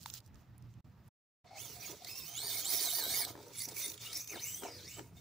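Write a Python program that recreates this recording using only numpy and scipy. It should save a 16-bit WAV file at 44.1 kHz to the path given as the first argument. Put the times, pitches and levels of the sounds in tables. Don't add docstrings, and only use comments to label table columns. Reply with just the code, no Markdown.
import sys
import numpy as np
from scipy import signal
from scipy.fft import rfft, irfft
from scipy.io import wavfile
from scipy.ndimage import uniform_filter1d, map_coordinates

SR = 44100
rng = np.random.default_rng(int(sys.argv[2]) if len(sys.argv) > 2 else 0)


def to_wav(s):
    ch = np.atleast_2d(s).T
    pcm = np.round(np.clip(ch, -1, 1) * 32767)
    wavfile.write(sys.argv[1], SR, pcm.astype(np.int16))


def decibels_to_gain(level_db):
    exponent = np.asarray(level_db, float) / 20
    return 10 ** exponent


N = 229408
TIME = np.arange(N) / SR
SIDES = np.array([[.5], [-.5]])
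TOP_HZ = 15600
AXLE_RATIO = .395
# [t/s, f/Hz]
FIRST_NOTCH = [(1.45, 3000), (2.1, 2950), (2.4, 2680), (2.75, 2820), (3.25, 2560), (3.55, 3150),
               (3.95, 3050), (4.25, 3050), (4.33, 3400), (4.7, 3550), (4.8, 2800), (4.9, 3200),
               (5.2, 3500)]


def in_time(rows):
    s, *columns = np.transpose(rows)
    return [np.interp(TIME, s, c) for c in columns]


def at_hz(points, hz):
    point_hz, value = np.array(points).T
    return np.interp(np.log(hz), np.log(point_hz), value)


def rms_one(x):
    return x / np.sqrt(np.mean(x ** 2) + 1e-20)


def drift(rate):
    r = np.exp(-64 * np.pi * rate / SR)
    noise = rng.standard_normal(N // 32 + 1002)
    slow = signal.lfilter([1], [1, -2 * r, r * r], noise)[1000:]
    return np.interp(np.arange(N) / 32, np.arange(len(slow)), rms_one(slow))


def resonance(x, hz, width):
    r = np.exp(-np.pi * width / SR)
    zeros = np.array([1, 0, -1]) * (1 - r * r) / 2
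    return signal.lfilter(zeros, [1, -2 * r * np.cos(2 * np.pi * hz / SR), r * r], x)


def steep(x, hz, width):
    return resonance(resonance(x, hz, width), hz, width)


def ringing(x, modes, patchy_db):
    out = 0
    for hz, width, db in modes:
        swell_db = patchy_db * np.clip(drift(24.8), -2, 2)
        out = out + decibels_to_gain(db + swell_db) * steep(x, hz, 0.8 * width)
    return out


def treble_share(hz):
    return np.clip(np.log2(hz / 4500) / 1.94, 0, 1)


def grains(per_s, spread_db):
    size_db = spread_db * np.minimum(rng.exponential(1, (2, 2, N)), 4)
    sizes = decibels_to_gain(size_db) * rng.standard_normal((2, 2, N))
    return sizes * (rng.random((2, 1, N)) < per_s / SR) + 1e-9


def banded(source, spectrum, patchy_db, treble_db=0, pan_db=0, order=2):
    # [f/Hz, share 0-1]
    likeness = [(25, .62), (120, .97), (500, .9), (1200, .62), (2500, .87), (5000, .52), (9000, .5),
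                (15000, .4)]
    lowest, highest = spectrum[0][0], spectrum[-1][0]
    edges = np.geomspace(lowest, highest, round(2 * np.log2(highest / lowest)) + 1)
    out, power, together = 0, 0, drift(8.3)
    for k, (low, high) in enumerate(zip(edges, edges[1:])):
        band = signal.butter(order, [low, high], "band", fs=SR, output="sos")
        mid, side = signal.sosfilt(band, source[k % 2])
        hz = np.sqrt(low * high)
        alike = np.clip(at_hz(likeness, hz), 0, 1)
        gain = decibels_to_gain(at_hz(spectrum, hz))
        power += np.mean(mid ** 2) * gain ** 2
        flicker_db = patchy_db * (together + drift(17.0))
        moving = decibels_to_gain(flicker_db + treble_share(hz) * (treble_db + pan_db * SIDES))
        stereo = np.sqrt(1 + alike) * mid + np.sqrt(1 - alike) * side * 2 * SIDES
        out = out + gain * moving * stereo
    return out / np.sqrt(2 * power)


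def stretches(rows, rise, fall):
    start, length, *levels = np.transpose(rows)[:, :, None]
    t = TIME[::32]
    shape = -rise * np.clip(start - t, 0, None) - fall * np.clip(t - start - length, 0, None)
    curves = []
    for db in levels:
        power = np.sum(10 ** ((db + shape) / 10), axis=0)
        curves.append(np.interp(TIME, t, 10 * np.log10(power + 1e-20)))
    return curves


def gaps(rows, edge):
    return sum(np.clip(-edge * np.minimum(TIME - start, end - TIME), depth_db, 0)
               for start, end, depth_db in rows)


def ticks(events, decay_s, pan_db, broad):
    out, t = np.zeros((2, N + 900)), np.arange(900) / SR
    noises = rng.standard_normal((len(events), 2, len(t)))
    for (s, peak_db, hz), noise in zip(events, noises):
        crack = (noise[0] + 2.7 * noise) * np.exp(-t / decay_s)
        crack[:, 0] = -4.0
        crack = steep(crack, hz, broad * hz) + 2.5 * resonance(crack, hz, .15 * hz)
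        at = round(s * SR)
        out[:, at:at + len(t)] += decibels_to_gain(peak_db + pan_db * SIDES) * crack / np.abs(crack).max()
    return out[:, :N]


def yard():
    # [f/Hz, level/dB per Hz]
    yard_spectrum = [(15, -45), (25, -24), (99, 3), (156, -1.5), (400, -14), (1000, -16.5), (3740, -31.5),
                     (5610, -32), (8170, -50), (15600, -37)]
    # [start t/s, length/s, level/dB]
    swells = [(0, 1.04, -62.5), (1.4, 4.7, -67), (.38, 0.073, -60), (.74, 0.046, -58), (1.65, 0.037, -67.5),
              (2.2, 0.059, -66), (2.63, 0.033, -63), (3.12, 0.035, -58.5), (3.7, 0.07, -76),
              (4.5, 0.039, -69), (4.86, 0.41, -60)]
    # (f/Hz, width/Hz, level/dB over the traffic)
    idle_hz, idle_width_hz, idle_db = (119.8, 17.6, 2)
    air = banded(rng.standard_normal((2, 2, N)), yard_spectrum, patchy_db=1.2) * decibels_to_gain(-2.2 * SIDES)
    low = signal.sosfilt(signal.butter(2, 260, fs=SR, output="sos"), air)
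    engine = decibels_to_gain(idle_db) * steep(low, idle_hz, idle_width_hz)
    traffic_db = stretches(swells, rise=75, fall=84)[0] + 2.0 * drift(9)
    return decibels_to_gain(traffic_db) * (low + engine) + decibels_to_gain(-67.0) * (air - low)


def leaves():
    # [f/Hz, level/dB per Hz]
    leaf_spectrum = [(880, -48), (1500, -5.5), (2500, -17), (3300, 4.5), (5000, 1.5), (7000, 1.5),
                     (8500, -17.5), (15600, -9)]
    # [start t/s, length/s, level/dB]
    stirs = [
        (.008, 0.042, -60.5),
        (.022, 0.019, -60),
        (.06, 0.051, -54),
        (.124, .012, -60),
        (.14, 0.049, -50),
        (0.247, 0.04, -69.5),
        (0.34, 0.083, -74.5),
        (0.12, 1, -81.5),
        (0.704, 0.039, -74),
    ]
    # [t/s, peak level/dB, f/Hz]
    leaf_snaps = [(0.013, -47, 5200), (0.0244, -57, 10350), (0.0305, -42, 4500), (0.037, -49, 6980),
                  (0.0598, -33, 3900), (0.1008, -33.5, 3840), (0.1385, -30.5, 6200), (0.1412, -35, 5900),
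                  (0.1552, -47.5, 4900), (0.179, -40, 5200), (0.2034, -50, 4730), (0.262, -52, 6010),
                  (0.2764, -58, 6040), (0.3444, -56, 6820), (0.3563, -56, 4750), (0.3674, -69, 4300),
                  (0.58, -51, 10600), (0.6235, -58, 5760), (0.739, -58.5, 3120), (1.0795, -54, 10900)]
    rustle = banded(grains(5300, spread_db=3.0), leaf_spectrum, patchy_db=2.0, pan_db=-33.0)
    snaps = .7 * ticks(leaf_snaps, decay_s=.0018, pan_db=-8.0, broad=2.5)
    return decibels_to_gain(stretches(stirs, rise=730, fall=1500)[0] - 9.0) * rustle + snaps


def twig():
    # [t/s, peak level/dB, f/Hz]
    twig_snap = [
        (0.0594, -35, 890),
    ]
    return ticks(twig_snap, decay_s=.0003, pan_db=-2.0, broad=.35)


def motor_hz():
    # [t/s, mesh f/Hz]
    pulls = [
        [(1.572, 2150), (1.6, 3100), (1.625, 3600), (1.65, 3420), (1.68, 3000), (1.744, 2750), (1.798, 2063)],
        [(1.836, 2485), (1.878, 3400), (1.95, 3520)],
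        [(2.06, 1842), (2.098, 2650), (2.13, 2520), (2.182, 2800), (2.2, 2620), (2.232, 2560), (2.258, 2700),
         (2.28, 3060), (2.31, 3170)],
        [(2.338, 3050), (2.36, 3250), (2.44, 4600), (2.472, 4720), (2.51, 4050), (2.54, 4370), (2.59, 4340)],
        [(2.632, 3070), (2.71, 5100), (2.748, 5500), (2.8, 4850), (2.9, 3669), (2.958, 4760), (2.988, 4740),
         (3.005, 4280), (3.04, 3980)],
        [(3.075, 3920), (3.1, 4200), (3.14, 4500), (3.168, 5020), (3.19, 5150), (3.215, 4850), (3.25, 3950)],
        [(3.57, 3424), (3.636, 5426), (3.655, 5913), (3.72, 4252), (3.775, 6020), (3.92, 5937)],
        [(3.97, 3434), (4.11, 3674), (4.125, 4850), (4.17, 5650), (4.215, 6200), (4.32, 6358)],
        [(4.378, 2900), (4.41, 4950), (4.455, 6826), (4.5, 7700), (4.55, 8130), (4.605, 8610), (4.64, 7950),
         (4.676, 5340), (4.75, 4870)],
        [(4.82, 3625), (4.87, 5100), (4.92, 7190), (4.945, 7720), (4.98, 7750), (5.03, 7520)],
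    ]
    return uniform_filter1d(in_time(np.concatenate(pulls))[0], size=900)


def drive_levels(hz):
    # [start t/s, length/s, rattle level/dB, whine over rattle/dB]
    load = [(1.477, 0.071, -58, -19), (1.574, 0.07, -48, -12), (1.655, 0.067, -46.5, -18),
            (1.733, 0.13, -46.5, -40), (1.822, 0.098, -45.5, -16), (1.96, 0.077, -54, -20),
            (2.073, 0.052, -52, -7), (2.075, 0.27, -45.5, -15.5), (2.37, 0.11, -43, -3),
            (2.501, 0.11, -37, -20.5), (2.65, 0.18, -35.5, -12), (2.838, 0.23, -35, -11),
            (3.096, 0.13, -35.5, -9), (3.282, 0.02, -44, -38), (3.384, 0.19, -56, -43),
            (3.542, 0.027, -47.5, -27), (3.589, 0.078, -42, -8.5), (3.67, 0.089, -47.5, -39),
            (3.784, 0.072, -39.5, -20), (3.88, 0.061, -45, -27), (4.015, 0.15, -43.5, -15.5),
            (4.158, 0.047, -43, -4), (4.21, 0.072, -57, -5), (4.301, 0.068, -45, -9),
            (4.412, 0.072, -43.5, -6), (4.501, 0.098, -45.5, -9), (4.617, .035, -48, -17),
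            (4.644, 0.053, -48.5, -15), (4.718, 0.1, -49.5, -11.5), (4.861, 0.053, -51, -1.5),
            (4.919, 0.062, -49.5, -11), (5.012, 0.062, -60.5, -35), (5.171, 0.032, -56, -27)]
    rise = 386
    rattle_db, = stretches([row[:3] for row in load], rise, fall=266)
    gear_rows = [(s, length, db + over) for s, length, db, over in load]
    gears_db, = stretches(gear_rows, rise, fall=380)
    judder_db = 0.5 * drift(41)
    octaves_per_s = uniform_filter1d(np.gradient(np.log2(hz)) * SR, size=600)
    return rattle_db + judder_db, gears_db + judder_db, np.tanh(octaves_per_s / 11.0)


def whine(hz, axle_db, mesh_db, second_db, pan_db):
    # [t/s, share of noise band 0-1]
    wheelspin = [(1.5, .5), (1.7, .55), (2.0, .7), (2.1, .3), (2.85, .3), (3.25, .33), (3.55, .7),
                 (3.7, .9), (4.26, .88), (4.45, .75), (4.6, .65), (4.7, .9), (4.83, .75), (4.9, .9),
                 (5.1, .75)]
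    # [t/s, phase/rad per turn]
    out_of_true = [
        (1.5, .2),
        (2.75, .15),
        (2.95, .5),
        (3.25, .6),
        (5.1, .3),
    ]
    pinion_teeth, spur_teeth = 26, 54.0
    third_db, breakup_db = -11.5, 9.0
    front_ratio, front_db, front_start_hz, front_fade_hz = .83, -2.5, 3250, 3900
    slip = 1 + .013 * drift(24)
    cycles = np.cumsum(hz * slip) / SR
    spur_turn = 2 * np.pi * cycles / spur_teeth
    throb = 1 + .5 * np.sin(2 * np.pi * cycles / pinion_teeth + drift(30))
    throb *= 1 + .4 * np.sin(spur_turn + drift(8))
    loose, out = in_time(wheelspin)[0], 0
    wobble = in_time(out_of_true)[0] * np.sin(spur_turn)
    coasting_db = np.clip(-np.gradient(hz) * SR / 500, 0, 15)
    front_loss_db = 10 * np.log10(1 + (hz / front_fade_hz) ** 8 + (front_start_hz / hz) ** 20)
    gear_lines = [(AXLE_RATIO, axle_db), (1, mesh_db), (2, second_db), (3, second_db + third_db),
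                  (front_ratio, mesh_db + front_db - front_loss_db - coasting_db)]
    for multiple, level_db in gear_lines:
        spin = loose * min(multiple, 1) ** (3 - 3 * loose)
        smear = .6 * np.sqrt(multiple) * drift(80) + (multiple ** 2 - .75) * wobble
        phase = 2 * np.pi * multiple * cycles + smear + .7 * SIDES * drift(40)
        low_pass = signal.butter(2, 360 * multiple ** .6, fs=SR, output="sos")
        wide = signal.sosfilt(low_pass, rng.standard_normal((2, N)))
        a, b = spin * rms_one(wide) / np.sqrt(2)
        clean = np.sqrt(1 - spin ** 2) * throb * decibels_to_gain(1.8 * drift(40))
        audible = np.clip((TOP_HZ - multiple * hz) / 300, 0, 1)
        grip_loss = spin ** (3 / max(multiple, 1) ** 1.1)
        broken_db = breakup_db * grip_loss * np.clip(drift(34), -3, 1)
        side_db = treble_share(multiple * hz) * pan_db * SIDES
        level = 0.99 * audible * decibels_to_gain(level_db + broken_db + side_db)
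        out = out + level * ((clean + a) * np.sin(phase) + b * np.cos(phase))
    return out


def gearbox(rattle_db, treble_db, pan_db):
    # [f/Hz, level/dB per Hz]
    rattle_spectrum = [(1100, 6.5), (1500, -22), (2300, 1), (3000, 10), (4200, 0.5), (6400, 0),
                       (8500, -0.5), (11000, -13), (13500, -4.5), (15800, -10)]
    # [f/Hz, width/Hz, level/dB over the rattle]
    chassis = [(2210, 90, 2), (3050, 130, 0), (3650, 130, 2), (4450, 140, 1), (5900, 240, 2),
               (6650, 170, 2), (7800, 180, 1), (8800, 220, 3), (9500, 240, 2), (10300, 240, 1),
               (11200, 450, 0), (12500, 320, -1)]
    rattle = banded(grains(16000, spread_db=0.6), rattle_spectrum, patchy_db=1.5,
                    treble_db=treble_db + 5.0, pan_db=1.04 * pan_db)
    modes = ringing(rattle, chassis, patchy_db=6.5)
    swerve_s = TIME + .00015 * drift(5)
    modes = np.array([np.interp(swerve_s, TIME, c) for c in modes])
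    return decibels_to_gain(rattle_db - 9.5) * (rattle + decibels_to_gain(0.5) * modes)


def with_late_copy(x):
    late = np.arange(N) - SR / 2 / in_time(FIRST_NOTCH)[0]
    dull = uniform_filter1d(x, size=5, axis=1)
    return x + .8 * np.array([map_coordinates(c, [late], order=1) for c in dull])


def tyres():
    # [start t/s, length/s, low thump level/dB, side panel level/dB]
    contact = [(1.506, 0.087, -77, -54.5), (1.46, 0.045, -73, -60), (1.62, 0.36, -63, -66),
               (1.88, 0.067, -56, -59.5), (2.05, 0.089, -65, -61.5), (2.17, 0.14, -68.5, -86),
               (2.3, 0.047, -67, -59.5), (2.4, 0.29, -58, -57.5), (2.72, 0.16, -56.5, -54),
               (2.88, 0.1, -63.5, -56.5), (2.99, 0.17, -53, -54), (3.2, 0.11, -52.5, -52),
               (3.35, 0.051, -52, -60), (3.41, 0.095, -55, -73), (3.56, .08, -90, -104),
               (3.68, 0.05, -54, -62), (3.77, 0.19, -60.5, -72.5), (4.02, 0.18, -63, -68),
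               (4.32, 0.057, -52, -52.5), (4.42, 0.15, -68.5, -77), (4.63, 0.062, -46.5, -49),
               (4.71, 0.17, -61, -79), (4.99, 0.016, -48.5, -58), (5.04, 0.21, -71, -74)]
    # [f/Hz, width/Hz, level/dB]
    thump = [(328.3, 183, -4.5), (403, 74, -4), (478.6, 45, -2.5), (580, 58, -5.5)]
    # [f/Hz, width/Hz, level/dB]
    panel = [(697.6, 150, 11), (771, 127, 7.5)]
    # [f/Hz, width/Hz, level/dB]
    scrabble = [(888, 270, 9.5), (1265, 530, -4), (1228, 170, 1.5), (1690, 90, -4)]
    mid, side = grains(900, spread_db=-0.5)[0]
    blows = mid + 0.24 * side * 2 * SIDES
    thump_db, panel_db = stretches(contact, rise=590, fall=390)
    scrabble_db = (thump_db + panel_db) / 2 - 3.5
    out = 0
    for level_db, modes in ((thump_db, thump), (panel_db, panel), (scrabble_db, scrabble)):
        hz = modes[1][0]
        group = ringing(blows, modes, patchy_db=4.0) + 0.07 * resonance(blows, hz, 3.5 * hz)
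        out = out + decibels_to_gain(level_db - 5.0) * rms_one(group)
    return out


def buzzes(pan_db):
    # [start t/s, length/s, f/Hz, level/dB]
    loose_parts = [(1.509, 0.037, 766, -59), (1.824, 0.017, 4480, -61.5), (1.851, 0.024, 4660, -63),
                   (2.012, 0.013, 723, -64.5), (1.828, 0.02, 2430, -57.5), (1.86, 0.027, 6640, -59),
                   (2.429, 0.062, 11400, -59), (2.542, 0.077, 10940, -52.5), (2.55, 0.051, 2160, -58),
                   (2.82, 0.042, 11150, -52.5), (2.835, 0.047, 6420, -50), (3.101, 0.053, 2215, -52),
                   (3.107, 0.063, 6720, -50.5), (3.109, 0.037, 11070, -47.5), (3.218, 0.023, 2217, -51),
                   (3.566, 0.081, 10600, -51.5), (3.602, 0.039, 2080, -61.5), (3.757, 0.17, 5950, -63),
                   (3.787, 0.12, 3650, -58), (3.809, .075, 2116, -63.5), (3.821, 0.054, 9360, -51),
                   (4.044, 0.089, 3820, -58), (4.05, 0.04, 2880, -54), (4.09, 0.026, 3094, -52.5),
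                   (2.897, 0.064, 11000, -50), (3.019, 0.11, 12400, -55.5), (3.127, 0.084, 11460, -48),
                   (4.371, 0.018, 3620, -57), (4.39, 0.015, 3090, -60), (4.254, 0.075, 5920, -65),
                   (4.425, 0.033, 6060, -49.5), (4.462, 0.14, 6010, -57), (1.767, .055, 718, -63),
                   (4.055, 0.065, 1320, -63), (4.702, 0.083, 4910, -63), (5.165, 0.05, 3630, -69.5)]
    out, throb = np.zeros((2, N + SR)), decibels_to_gain(3.5 * drift(50))
    noises = rng.standard_normal((len(loose_parts), 2, 9000))
    for (s, length, hz, db), noise in zip(loose_parts, noises):
        at = round((s - .01) * SR)
        n = min(round((length + .02) * SR), 9000)
        ring = steep(noise[0] + .35 * noise, hz, .045 * hz)[:, -n:]
        level = decibels_to_gain(db + treble_share(hz) * pan_db[at] * SIDES)
        out[:, at:at + n] += level * rms_one(ring) * signal.windows.tukey(n, .5)
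    return out[:, :N] * throb


def moving_notches(x):
    # [multiple of first notch pitch, half width/Hz, mean share]
    notches = [(1, 110, 1.3), (1.25, 80, .5), (2.9, 170, .6)]
    for multiple, width, share in notches:
        turn = np.exp(2j * np.pi * multiple * np.cumsum(in_time(FIRST_NOTCH)[0]) / SR)
        r = np.exp(-2 * np.pi * width / SR)
        depth = np.clip(share + .6 * drift(4), 0, 1)
        x = x - 2 * depth * np.real(turn * signal.lfilter([1 - r], [1, -r], x / turn))
    return x


def grit():
    # [t/s, peak level/dB, f/Hz]
    grit_hits = [(2.0205, -48, 3670), (2.0465, -33.5, 4820), (3.4296, -48, 6900), (3.482, -46, 6240),
                 (3.534, -43, 5600), (3.556, -41, 5700), (3.687, -32, 6500), (3.7195, -41, 5840),
                 (3.7454, -43, 6140), (3.7915, -30, 7800), (3.9174, -36, 3930), (3.941, -40, 3650),
                 (3.9772, -39, 3500), (3.9957, -46, 6050), (4.016, -44, 6150), (4.2747, -35, 6200)]
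    return .58 * ticks(grit_hits, decay_s=.004, pan_db=-5.0, broad=2.5)


def bites():
    # [t/s, lift/dB]
    hops = [(2.807, 2), (2.856, 2), (2.954, 3.5), (3.098, 3), (3.251, 11.5), (3.56, 3.5), (3.595, -1),
            (3.621, 6), (3.637, 4.5), (3.652, 3.5), (3.767, 8), (3.863, 2.5), (3.882, 5), (3.901, 7),
            (4.133, 7), (4.17, 3), (4.203, -2), (4.245, 9.5)]
    # [start t/s, end t/s, depth/dB]
    lift_offs = [
        (3.255, 3.31, -0.5),
        (3.656, 3.685, -9),
        (3.7, 3.712, -5),
        (3.73, 3.742, -5),
        (3.925, 3.936, -10),
    ]
    half_s = .0035
    t = TIME[::32]
    lift_db = sum(db * np.exp(-((t - s) / half_s) ** 2) for s, db in hops)
    return np.interp(TIME, t, lift_db) + gaps(lift_offs, edge=1300)


def knocks():
    # [t/s, peak level/dB, f/Hz]
    chassis_knocks = [
        (3.274, -41, 515),
        (3.354, -42, 450),
        (4.343, -41, 500),
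        (4.635, -40, 600),
        (4.66, -42, 400),
        (4.9938, -36, 800),
        (4.9958, -42, 400),
    ]
    return ticks(chassis_knocks, decay_s=.0007, pan_db=-.5, broad=2.2)


def scene():
    # [t/s, left minus right treble/dB, treble level/dB, axle over mesh/dB, 2nd overtone over mesh/dB]
    heading = [(1.45, -5.5, -30, -12, -10), (1.6, -32.5, -4, -15, 3), (1.75, -28, -5, -20, 0),
               (2.0, -25, -6.5, -24, -4), (2.2, -23.5, 4.5, 1.5, 7.5), (2.42, -16, -2, -20, -4),
               (2.55, -15.5, -2.5, -12, 3), (2.72, -16, -2, -19, 1), (2.9, -16, -1, -19, -3),
               (3.04, -15, -2, -9, -3), (3.13, -13.5, -2, -10, -4), (3.19, -13.5, -1, -12, 2),
               (3.6, -13.5, -1.5, -18, 3), (4.05, -5.5, -2, -20, -8), (4.17, -5, 0, -10, -5),
               (4.24, -4, 2, -13, -3), (4.3, -4, 0, -2, -12), (4.33, -4, -1, -3, -15),
               (4.37, -5, -2.5, -5.5, -20), (4.47, -2, 4, -3, -17), (4.54, -2, 4, -6, -17),
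               (4.6, -4, 2, -3, -17), (4.665, -8, -4, 1, -18), (4.7, -10, -7.5, -10.5, -18),
               (4.85, -9, -6, -9, -20), (4.95, -8, -5, -1, -21), (5.2, -8, -5, -6, -21)]
    axle_overrun_db, axle_cut_hz = 5.5, 1360
    pan_db, facing_db, axle_db, second_db = in_time(heading)
    hz = motor_hz()
    rattle_db, gears_db, gaining = drive_levels(hz)
    axle_loss_db = 10 * np.log10(1 + (axle_cut_hz / AXLE_RATIO / hz) ** 8)
    axle_db = axle_db + gears_db - axle_overrun_db * gaining - axle_loss_db
    lines = whine(hz, axle_db, gears_db, gears_db + second_db, pan_db)
    echo = decibels_to_gain(-14) * np.roll(lines, round(.024 * SR), axis=1)
    treble_db = facing_db + 7 * np.log2(hz / 4500) + 0.28 * np.maximum(rattle_db + 42.0, -15)
    rattle = with_late_copy(gearbox(rattle_db, treble_db, pan_db)) * decibels_to_gain(-1.0)
    drive = decibels_to_gain(bites()) * (lines + buzzes(pan_db) + rattle) + echo
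    return moving_notches(drive + tyres()) + grit() + knocks() + twig() + leaves() + yard()


def thin_bands(x):
    # [start t/s, length/s, f/Hz, half width/Hz]
    missing = [(1.96, .06, 9000, 150), (2.12, .13, 8750, 200), (2.15, .1, 3450, 80), (2.37, .11, 2700, 110),
               (2.51, .12, 2740, 100), (2.56, .045, 3280, 80), (2.66, .14, 2760, 80),
               (2.925, .09, 3320, 80), (2.98, .07, 2740, 100), (3.06, .1, 2650, 100), (3.15, .11, 2550, 90),
               (3.17, .04, 3850, 90), (3.2, .055, 2800, 80), (3.57, .1, 3130, 90), (3.58, .07, 2650, 70),
               (3.6, .06, 1350, 120), (3.81, .1, 3080, 100), (3.97, .14, 4080, 80), (4.09, .02, 4300, 200),
               (4.16, .045, 3330, 110), (4.23, .04, 4100, 170), (4.23, .04, 3050, 120),
               (4.27, .07, 3430, 70), (4.44, .04, 3120, 120), (4.49, .075, 3420, 100),
               (4.49, .05, 4080, 90), (4.51, .12, 2600, 80), (4.55, .06, 2330, 120), (4.25, .08, 8900, 150),
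               (4.4, .03, 8700, 200), (4.51, .05, 8750, 200), (4.65, .03, 9000, 200),
               (4.7, .075, 7450, 170), (4.83, .04, 7450, 130), (.108, .014, 9500, 1800),
               (.11, .01, 4500, 500)]
    out, edge_s = x.copy(), .016
    for s, length, hz, width in missing:
        at, n = round((s - edge_s / 2) * SR), round((length + edge_s) * SR)
        window = signal.windows.tukey(n, edge_s / (length + edge_s))
        off_hz = np.abs(np.arange(n // 2 + 1) * SR / n - hz)
        inside = np.clip((width + 40 - off_hz) / 80, 0, 1)
        out[:, at:at + n] -= .95 * window * irfft(rfft(out[:, at:at + n]) * inside, n)
    return out


def band_limit(x):
    return signal.sosfilt(signal.butter(12, 16760, fs=SR, output="sos"), x)


def record(dry):
    # (f/Hz, width/Hz, lift/dB)
    port_hz, port_width_hz, port_db = (15250, 550, 10)
    # [start t/s, end t/s, depth/dB]
    dropouts = [
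        (0.807, 0.845, -37.5),
        (1.087, 1.445, -125),
    ]
    bright = dry + (decibels_to_gain(port_db) - 1) * resonance(dry, port_hz, port_width_hz)
    top_cut = signal.ellip(10, .5, 70, TOP_HZ, fs=SR, output="sos")
    cut = signal.sosfilt(top_cut, bright)
    mix = thin_bands(cut) * decibels_to_gain(4 + gaps(dropouts, edge=5900))
    return band_limit(mix)


dry = scene()
out = record(dry)
to_wav(out)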